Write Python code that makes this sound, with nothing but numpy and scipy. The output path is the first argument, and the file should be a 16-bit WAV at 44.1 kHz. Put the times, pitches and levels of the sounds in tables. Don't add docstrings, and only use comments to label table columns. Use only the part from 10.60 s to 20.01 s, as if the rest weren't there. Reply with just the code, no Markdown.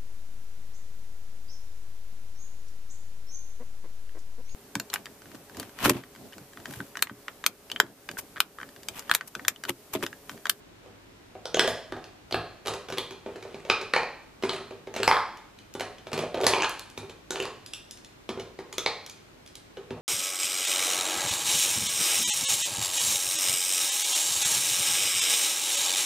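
import sys
import numpy as np
from scipy import signal
from scipy.fft import rfft, irfft, next_fast_len
from scipy.io import wavfile

SR = 44100
rng = np.random.default_rng(int(sys.argv[2]) if len(sys.argv) > 2 else 0)


def digitize_waveform(pressure):
    field = np.atleast_2d(pressure).T
    bounded = np.clip(field, -1, 1)
    quanta = np.round(bounded * 32767).astype(np.int16)
    wavfile.write(sys.argv[1], SR, quanta)


N = 414981
BLOW_S = .01
BLOW_T = np.arange(round(.1 * SR)) / SR

# f/Hz, level/dB, t60/s
FLOOR_MODES = [(330, -1, 0.034), (381, 0.5, 0.059), (400, -1.5, 0.13), (440, -2.5, 0.061), (490, -2, 0.045),
               (556, 0, 0.03), (614, -1, 0.035), (660, 1, 0.025), (749, -3.5, 0.048)]
WALL_MODES = [(850, 3.5, 0.023), (877, 0, 0.049), (966, -4, 0.05), (1094, -10, 0.11), (1198, 1, 0.032),
              (1260, -8, 0.014), (1530, -2, 0.013)]
# t/s, then f/Hz and level/dB for each of floor, wall, shaft, clink and tip, then tick/dB
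HITS = [(0.855, 517, -37, 910, -41, 1430, -46.0, 3440, -39.0, 5500, -40, -50),
        (0.944, 437, -26, 715, -34.5, 1520.0, -33.5, 3220, -28, 6400, -32, -60),
        (0.969, 406, -28, 706, -26, 1590.0, -40, 2930, -33, 5630.0, -52, -48),
        (0.994, 400, -24, 1450.0, -26, 1660, -19, 3290.0, -20, 5240, -25.0, -30.5),
        (1.076, 623, -25.5, 710, -28, 1770.0, -33.0, 3400, -34, 5010.0, -34, -34.0),
        (1.322, 360.0, -30.5, 710, -34.5, 1660, -39, 3670.0, -48, 4370, -51.5, -68),
        (1.724, 400.0, -36.5, 800, -34.5, 2310, -43, 3140, -34.5, 4280, -31.5, -54),
        (1.743, 362, -32, 715, -26.5, 1640, -33.5, 2600.0, -34, 4300, -36.5, -46),
        (2.382, 390.0, -32, 1140, -41.5, 2100, -34.5, 3400, -30, 4320, -33.0, -40),
        (3.099, 437, -25.5, 1290, -25, 2480, -20.5, 3970.0, -28, 5000, -29, -55),
        (3.336, 495, -24.5, 1140, -21, 1880, -22, 2550, -28, 4260, -28.5, -44),
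        (3.362, 440.0, -26.5, 926, -23, 2300, -25.5, 3030.0, -35, 4350, -33, -53),
        (3.893, 450.0, -32.5, 1280, -37.0, 2270.0, -40, 3180, -32.5, 4280, -30.5, -50),
        (4.431, 394, -34, 1010, -36, 1560, -29.5, 2700, -29.0, 4300, -28.5, -36),
        (4.477, 500.0, -23.5, 966, -18, 2160, -21.5, 2630, -26.5, 5120.0, -26, -33),
        (4.512, 465, -32.5, 965, -20, 2150, -26.5, 3280.0, -33, 4500, -36, -44),
        (5.866, 434, -22, 1140, -29.0, 1850.0, -26.5, 4340, -20.5, 6200, -26, -22.5),
        (5.935, 400.0, -28.5, 1040, -28, 2350.0, -28, 3070, -31.5, 4300, -36.5, -57),
        (6.021, 390.0, -39, 915, -30.5, 2430, -25, 2590, -24, 6600, -33, -58),
        (6.032, 383, -43, 890.0, -33.5, 1720, -28, 2800, -29, 6630.0, -54, -57.5),
        (6.044, 427, -37, 1250, -29.5, 2320, -40, 2770, -33, 4250, -33, -54),
        (6.706, 384, -36.5, 1260, -42, 1450.0, -38.5, 3890.0, -36, 6200, -35, -36.5),
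        (6.757, 376, -39, 1040, -43, 1710, -43, 2830, -38.5, 4590.0, -43, -52.0),
        (6.801, 400.0, -29.5, 1450.0, -45, 2520.0, -45, 2820.0, -33, 6930.0, -44, -50),
        (6.853, 400.0, -38, 1060, -39, 1970, -44, 3500, -46.5, 4850.0, -42.5, -52),
        (7.135, 385, -64, 1380.0, -54.5, 2680.0, -41.5, 3570.0, -39.5, 5640, -41.5, -41),
        (8.181, 430, -33.5, 1390, -39.5, 2110, -37.5, 3460, -31.5, 6150, -35, -38),
        (8.261, 440, -30.5, 850.0, -28, 2210, -25.0, 3730, -26.5, 4400.0, -25.5, -58)]


def from_db(db):
    return 10 ** (np.asarray(db) / 20)


def at_hz(points, hz):
    points = np.array(points)
    return np.interp(np.log(np.maximum(hz, 1)), np.log(points[:, 0]), points[:, 1])


def columns(rows):
    return np.transpose(rows)[..., None]


def unit_blow(x):
    return x * np.sqrt(BLOW_S * SR / (np.sum(x ** 2, axis=-1, keepdims=True) + 1e-20))


def band(x, low_hz, high_hz, order=2):
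    sos = signal.butter(order, [low_hz, high_hz], "band", fs=SR, output="sos")
    return signal.sosfilt(sos, x + 1e-18)


def add(track, s, sound):
    start = round(s * SR)
    track[start:start + len(sound)] += sound[:max(N - start, 0)]


def stereo_noise(size, likeness):
    mid, side = rfft(rng.standard_normal((2, size)))
    hz = np.fft.rfftfreq(size, 1 / SR)
    common = (1 + at_hz(likeness, hz)) / 2
    return hz, np.sqrt(common) * mid + np.sqrt(1 - common) * side * [[1], [-1]], common


def background(hiss_db=-55.5):
    # f/Hz, relative density/dB
    colour = [(15, -36.5), (25, -8), (108, -3), (170, -4), (354, -3.5), (476, -9.5), (775, -12),
              (1130, -14), (1370, -15), (2610, -18), (3250, -20.5), (3920, -21.5), (4740, -24.5),
              (12900, -33), (16000, -72)]
    # f/Hz, left-right likeness
    likeness = [(60, 1), (130, 0.77), (290, 0.21), (640, -0.12), (1410, -0.089), (6800, -0.22),
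                (15000, 0.96)]
    # f/Hz, level/dB
    tones = [(49, -69), (102, -68), (13050, -74.5)]
    size = 2 * next_fast_len(N // 2 + 1)
    hz, noise, common = stereo_noise(size, likeness)
    hiss = irfft(noise * from_db(at_hz(colour, hz)) / np.sqrt(common), size)[:, :N]
    t = np.arange(N) / SR
    hum = sum(from_db(db) * np.sqrt(2) * np.sin(2 * np.pi * (f * t + rng.random())) for f, db in tones)
    return from_db(hiss_db) * hiss / np.std(hiss.mean(axis=0)) + hum


def room(send, predelay_s=.00607, build_s=.00076, early_db=-2, early_t60=.12):
    # f/Hz, t60/s
    decay_times = [(100, 0.66), (300, 0.57), (900, 0.55), (2000, 0.58), (5000, 0.53), (13000, 0.32)]
    # f/Hz, level/dB
    colour = [(100, 1.5), (400, -3.5), (1000, 1.5), (2500, -1.56), (6000, -0.86), (13000, -3)]
    # f/Hz, left-right likeness
    likeness = [(250, 1), (700, 1), (1400, 1), (3100, 0.99), (6800, 0.55), (15000, 1)]
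    hz, noise, _ = stereo_noise(SR, likeness)
    since = np.maximum(np.arange(SR) / SR - predelay_s, 0)
    early = from_db(early_db - 60 * since / early_t60)
    tail = 0
    for centre, t60 in decay_times:
        share = at_hz([(f, f == centre) for f, _ in decay_times], hz)
        wash = irfft(noise * share * from_db(at_hz(colour, hz)), SR)
        decay = np.minimum(since / build_s, 1) * (from_db(-60 * since / t60) + early)
        tail = tail + wash * decay / np.sqrt(np.sum(decay ** 2))
    return signal.fftconvolve(send[None], tail, axes=1)[:, :N]


def place_in_tray(tracks, s, direct, send, pan_spread_db=.2, lag_spread_s=.000012):
    spot = rng.standard_normal()
    pan = from_db(-pan_spread_db * spot / 2)
    add(tracks[0], s, direct * pan)
    add(tracks[1], s + lag_spread_s * spot, direct / pan)
    add(tracks[2], s, send)


def ring(modes, count=1, pitch=1, favoured_hz=None, focus_db_per_octave=22, spread_db=3, detune=.017):
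    chance = rng.standard_normal((count, len(modes), 3)).transpose(1, 2, 0)[..., None]
    out = 0
    for (hz, db, t60), (strength, sign, shift) in zip(modes, chance):
        if favoured_hz is not None:
            db = db - focus_db_per_octave * np.abs(np.log2(hz / favoured_hz))
        phase = 2 * np.pi * hz * pitch * (1 + detune * shift) * BLOW_T
        envelope = from_db(db + spread_db * strength - 60 * BLOW_T / t60)
        out = out + np.sign(sign) * envelope * np.sin(phase)
    return unit_blow(out)


def crack(low_hz, high_hz, t60, count=1, rise_s=.00019):
    envelope = from_db(-60 * BLOW_T / t60) * (1 - np.exp(-BLOW_T / rise_s))
    burst = rng.standard_normal((count, len(BLOW_T))) * envelope
    return unit_blow(band(burst, low_hz, high_hz, order=3))


def band_click(low_hz, high_hz, order):
    return unit_blow(band(1. * (BLOW_T == 0), low_hz, high_hz, order))


def thuds(count):
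    # f/Hz, level/dB, t60/s
    table_modes = [(67, 4.5, 0.064), (106.3, -4.5, 0.2), (157.2, -1.5, 0.18), (244, 7, 0.1)]
    return unit_blow(band(ring(table_modes, count), 68, 375))


def jolts():
    # t/s, level/dB
    shoves = [(1.073, -36.5), (1.323, -43), (1.725, -39), (1.746, -39), (5.531, -36), (5.58, -44),
              (6.377, -41), (7.696, -39.5), (9.307, -37)]
    out = np.zeros(N)
    for (s, db), thud in zip(shoves, thuds(len(shoves))):
        add(out, s, from_db(db) * thud)
    return out


def slides(slips_per_s=220, uneven_db=5):
    # t/s, length/s, tray/dB, shaft/dB
    scrapes = [(0.229, 0.058, -53, -67), (0.998, 0.072, -33, -46), (2.053, 0.089, -41, -48),
               (2.66, 0.38, -58.5, -62), (3.06, 0.05, -47, -54), (3.824, 0.066, -48, -46),
               (3.892, 0.075, -40, -43.5), (4.351, 0.058, -45, -42), (5.199, 0.046, -39.5, -47),
               (5.514, 0.12, -38.5, -46), (5.745, 0.16, -33.5, -51), (5.875, 0.075, -33, -36.5),
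               (6.02, 0.037, -46, -39.5), (6.711, .17, -41.5, -48), (9.299, 0.096, -48.5, -70)]
    out = np.zeros(N)
    for s, length, tray_db, shaft_db in scrapes:
        count = max(round(slips_per_s * length), 3)
        tray = band(ring(FLOOR_MODES, count) + from_db(-12) * ring(WALL_MODES, count), 283, 1900)
        shaft = crack(1100, 3330, .019, count) + from_db(-8) * crack(3800, 9400, .0023, count)
        slips = from_db(tray_db) * tray + from_db(shaft_db) * shaft
        sizes = from_db(uneven_db * rng.standard_normal(count))
        sizes /= np.sqrt(np.mean(sizes ** 2) * BLOW_S * slips_per_s)
        times = s + length * (np.arange(count) + rng.random(count)) / count
        for start, size, slip in zip(times, sizes, slips):
            add(out, start, size * slip)
    return out


def part(ringing, low_hz, high_hz, crack_t60, ring_db):
    both = from_db(ring_db) * ringing + crack(low_hz, high_hz, crack_t60, count=len(ringing))
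    return unit_blow(band(both, .64 * low_hz, 1.45 * high_hz))


def parts(hardness, knock_hz=495, shaft_hz=2400, clink_hz=3970):
    # multiple of the pitch, level/dB, t60/s
    shaft_modes = [(.78, -13, 0.0094), (1, -10, 0.021), (1.2, -11.5, 0.02)]
    clink_modes = [(.86, -4, 0.0062), (1, 10, 0.0085), (1.25, -10, 0.005)]
    count = len(hardness)
    dwell = 1 + .22 * np.clip(2 - hardness, 0, 12)
    floor = part(ring(FLOOR_MODES, count, favoured_hz=knock_hz), 301, 718, .013 * dwell, ring_db=8)
    wall = part(ring(WALL_MODES, count), 815, 1490, .01 * dwell, ring_db=1)
    shaft = part(ring(shaft_modes, count, pitch=shaft_hz), 1340, 3200, .012 * dwell, ring_db=2)
    clink = part(ring(clink_modes, count, pitch=clink_hz), 2750, 6600, .021 * dwell, ring_db=-1)
    tick = unit_blow(crack(5600, 8700, .01 * dwell, count) + crack(9100, 13800, .017 * dwell, count))
    return np.array([thuds(count), floor, wall, shaft, clink, tick])


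def all_round(blows, low_hz, high_hz, colour_db):
    click = band_click(low_hz, high_hz, order=3) * rng.choice([-1, 1], (len(blows), 1))
    return unit_blow(click + from_db(colour_db) * blows)


def strike(mix, s, db, hardness, **pitches):
    part_octaves = np.array([-2, -2, -1, 0, 1, 2])
    levels = np.reshape(mix, (6, 1, 1)) + db + hardness * part_octaves[:, None, None]
    surface_hardness = (levels[4] - levels[1]) / np.ptp(part_octaves[1:5])
    sounds = parts(surface_hardness, **pitches)
    thud, floor, wall, shaft, clink, tick = sounds
    around = [thud, floor,
              all_round(wall, 720, 1210, colour_db=-1), all_round(shaft, 1180, 2630, colour_db=3),
              all_round(clink, 3020, 4750, colour_db=3.5), all_round(tick, 6800, 11000, colour_db=-9)]
    directs = np.sum(from_db(levels) * sounds, axis=0)
    sends = np.sum(from_db(levels) * around, axis=0)
    tracks = np.zeros((3, N))
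    for start, direct, send in zip(s[:, 0], directs, sends):
        place_in_tray(tracks, start, direct, send)
    return tracks


def strike_and_rebound(mix, s, db, hardness, rebound_db, gap_s=.011, softer=.45, **pitches):
    again = s + gap_s * rng.uniform(.7, 1.3, s.shape)
    first = strike(mix, s, db, hardness, **pitches)
    return first + strike(mix, again, db + rebound_db, hardness - softer, **pitches)


def clicks():
    # t/s, level/dB, hardness/(dB per octave), clink/Hz
    cues = [(1.441, -41, -7.5, 4500), (4.772, -48, -5, 3280), (4.988, -47, -5.5, 4000),
            (5.383, -43.5, -10.5, 3400), (8.862, -54, 1, 3400), (6.094, -46.5, 5.5, 4730),
            (6.194, -44, 2, 4370), (6.3, -58, 3.5, 6000), (7.062, -45, 1, 4870), (7.31, -47.5, 3.5, 5500),
            (7.373, -51.5, -1.5, 5900), (7.447, -48, -2, 4080), (8.463, -43, -1.5, 5700),
            (8.497, -44.5, 0.5, 6200), (8.876, -52, -1, 5800), (8.954, -46, 1, 4100)]
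    mix = (-36, -31, -33, -9.5, -0.5, -4.5)
    s, db, hardness, clink_hz = columns(cues)
    return strike(mix, s, db, hardness, clink_hz=clink_hz)


def drops():
    # t/s, level/dB, hardness/(dB per octave), floor knock/Hz, clink/Hz
    cues = [(1.71, -40, -0.5, 680, 4600), (2.059, -35.5, -1, 460, 4050), (2.071, -32, 1.5, 550, 4000),
            (2.081, -30.5, -0.5, 490, 3950), (2.137, -37.5, 1.5, 500, 4600), (2.286, -40.5, -1, 467, 3400),
            (2.301, -39, -2, 740, 5640), (2.508, -41, -1, 400, 3860), (4.34, -38.5, -0.5, 547, 6200),
            (5.139, -51.5, 7.5, 410, 5640), (5.197, -33.5, -0.5, 390, 4250), (5.531, -29.5, -1, 405, 4250),
            (5.577, -34, -2, 420, 4840), (5.59, -32, -0.5, 550, 3370), (5.812, -37, 2, 490, 3800),
            (5.842, -29, -1.5, 570, 3670), (6.376, -36, 0.5, 400, 3560), (6.824, -36.5, -1, 418, 4600),
            (8.127, -39, 2, 400, 6750)]
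    mix = (-15.5, -2, -7, -6.5, -5.5, -11.5)
    s, db, hardness, knock_hz, clink_hz = columns(cues)
    return strike_and_rebound(mix, s, db, hardness, rebound_db=-11, knock_hz=knock_hz, clink_hz=clink_hz)


def taps():
    # t/s, level/dB, hardness/(dB per octave), floor knock/Hz, shaft/Hz
    cues = [(0.752, -46.5, -4, 680, 2330), (1.365, -39.5, -1, 640, 1690), (2.324, -28, 3, 394, 2300),
            (2.758, -37.5, 0.5, 477, 1730), (2.826, -37.5, 3, 460, 2310), (3.213, -29.5, 2.5, 440, 2270),
            (3.932, -30.5, 3, 553, 3100), (4.363, -26, 2.5, 470, 2280), (5.469, -35, 1.5, 580, 2340),
            (6.496, -36.5, 3, 480, 3100), (7.797, -31.5, 2.5, 440, 2980), (2.374, -29, 2, 430, 2950),
            (2.662, -37.5, -2.5, 423, 2400), (2.685, -47, -4.5, 515, 2400), (2.852, -43, -3.5, 500, 2030),
            (2.878, -47, 0.5, 550, 2030), (2.912, -50.5, -1, 384, 2030), (3.09, -40, -0.5, 680, 2280),
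            (2.944, -36, 0, 400, 2460), (3.05, -37, 1, 540, 2290), (3.825, -32, 1.5, 400, 2820),
            (3.836, -23, 0.5, 426, 2120), (4.008, -41, -1.5, 400, 2540), (4.108, -38, -1, 440, 2470),
            (4.272, -38, -1.5, 484, 2150), (4.399, -41, -7, 440, 2320), (5.151, -35.5, -2, 400, 3000),
            (5.207, -26.5, 2.5, 398, 2640), (5.636, -31, -1.5, 563, 2110), (5.744, -28, -1, 583, 3170),
            (5.773, -32, -1.5, 530, 2830), (5.835, -23.5, 0, 555, 3300), (6.43, -45, -3.5, 400, 2480),
            (7.691, -26, 1.5, 433, 3230), (7.774, -41, -4.5, 404, 2080), (7.989, -34, 0, 430, 1910),
            (9.17, -37.5, -1, 430, 2990), (9.306, -34, -0.5, 430, 2740)]
    mix = (-18.5, -1, -13, -12, -16, -27.5)
    s, db, hardness, knock_hz, shaft_hz = columns(cues)
    return strike_and_rebound(mix, s, db, hardness, rebound_db=-10.5, knock_hz=knock_hz, shaft_hz=shaft_hz)


def through_tray(sound, contact_hz=12500, bounce_share=.62, buzz_db=-8, buzz_t60=.03):
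    sound = signal.sosfilt(signal.butter(2, contact_hz, fs=SR, output="sos"), sound)
    round_trips_s = np.array([.00019, .00037, .00071]) * rng.uniform(.75, 1.25, 3)
    for lag in (round_trips_s * SR).astype(int):
        feedback = np.r_[1, np.zeros(lag - 1), bounce_share]
        sound = signal.lfilter(feedback[::-1], feedback, sound)
    chatter = rng.standard_normal(len(BLOW_T)) * from_db(-60 * BLOW_T / buzz_t60)
    buzz = signal.fftconvolve(sound, chatter / np.linalg.norm(chatter))[:len(BLOW_T)]
    return sound + from_db(buzz_db) * buzz


def hard_blows(rows, floor_ring_db=-13, wall_ring_db=-8, thud_db=-24):
    widths = (.42, 0.32, .16, .17, .16)
    edge = 2 ** (np.array(widths) / 2)
    tracks = np.zeros((3, N))
    for s, *resonances, tick_db in rows:
        hz, gain = np.array(resonances[::2]), from_db(resonances[1::2])
        low_hz, high_hz = hz / edge, hz * edge
        clack = sum((-1) ** k * gain[k] * band_click(low_hz[k], high_hz[k], order=1) for k in range(5))
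        tick = from_db(tick_db) * crack(6450, 12700, t60=.0064)[0]
        attack = through_tray(clack + tick)
        floor = from_db(floor_ring_db) * ring(FLOOR_MODES, favoured_hz=hz[0])[0]
        thud = from_db(thud_db) * thuds(1)[0]
        wall = from_db(wall_ring_db) * ring(WALL_MODES)[0]
        sound = attack + gain[0] * (floor + thud) + gain[1] * wall
        place_in_tray(tracks, s, sound, sound)
    return tracks


def rattles(blows_per_s=59, spread_db=1, spread_octaves=.15):
    # t/s, length/s, level against the hit before/dB
    runs = [(3.376, .06, -15.5), (4.523, .045, -7), (5.953, .065, -6.5)]
    blows = []
    for start, length, db in runs:
        last_hit = np.array([row for row in HITS if row[0] < start][-1])
        count = max(round(blows_per_s * length), 2)
        for s in start + length * (np.arange(count) + rng.random(count)) / count:
            blow = last_hit.copy()
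            blow[0] = s
            blow[1:-1:2] *= 2 ** (spread_octaves * rng.standard_normal(5))
            blow[2:-1:2] += db + spread_db * rng.standard_normal(5)
            blow[-1] += db
            blows.append(blow)
    return hard_blows(blows)


def hits():
    return hard_blows(HITS)


def scene():
    tracks = hits() + rattles() + taps() + drops() + clicks() + slides() + jolts()
    direct, send = tracks[:2], tracks[2]
    return (direct + room(send)) * from_db([[-.33], [.33]]) + background()


def record(dry, cutoff_hz=16150):
    # f/Hz, lag of the left/rad
    port_lag = [(200, 0), (500, .15), (1500, .2), (3000, .35), (5300, 1.1), (6900, .9), (8400, 1.7),
                (11000, 1.5), (15000, 3.0)]
    size = 2 * next_fast_len(N // 2 + 1000)
    lag = at_hz(port_lag, np.fft.rfftfreq(size, 1 / SR))
    left = irfft(rfft(dry[0], size) * np.exp(-1j * lag), size)[:N]
    return signal.sosfilt(signal.ellip(10, .2, 80, cutoff_hz, fs=SR, output="sos"), [left, dry[1]])


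dry = scene()
out = record(dry)
digitize_waveform(out)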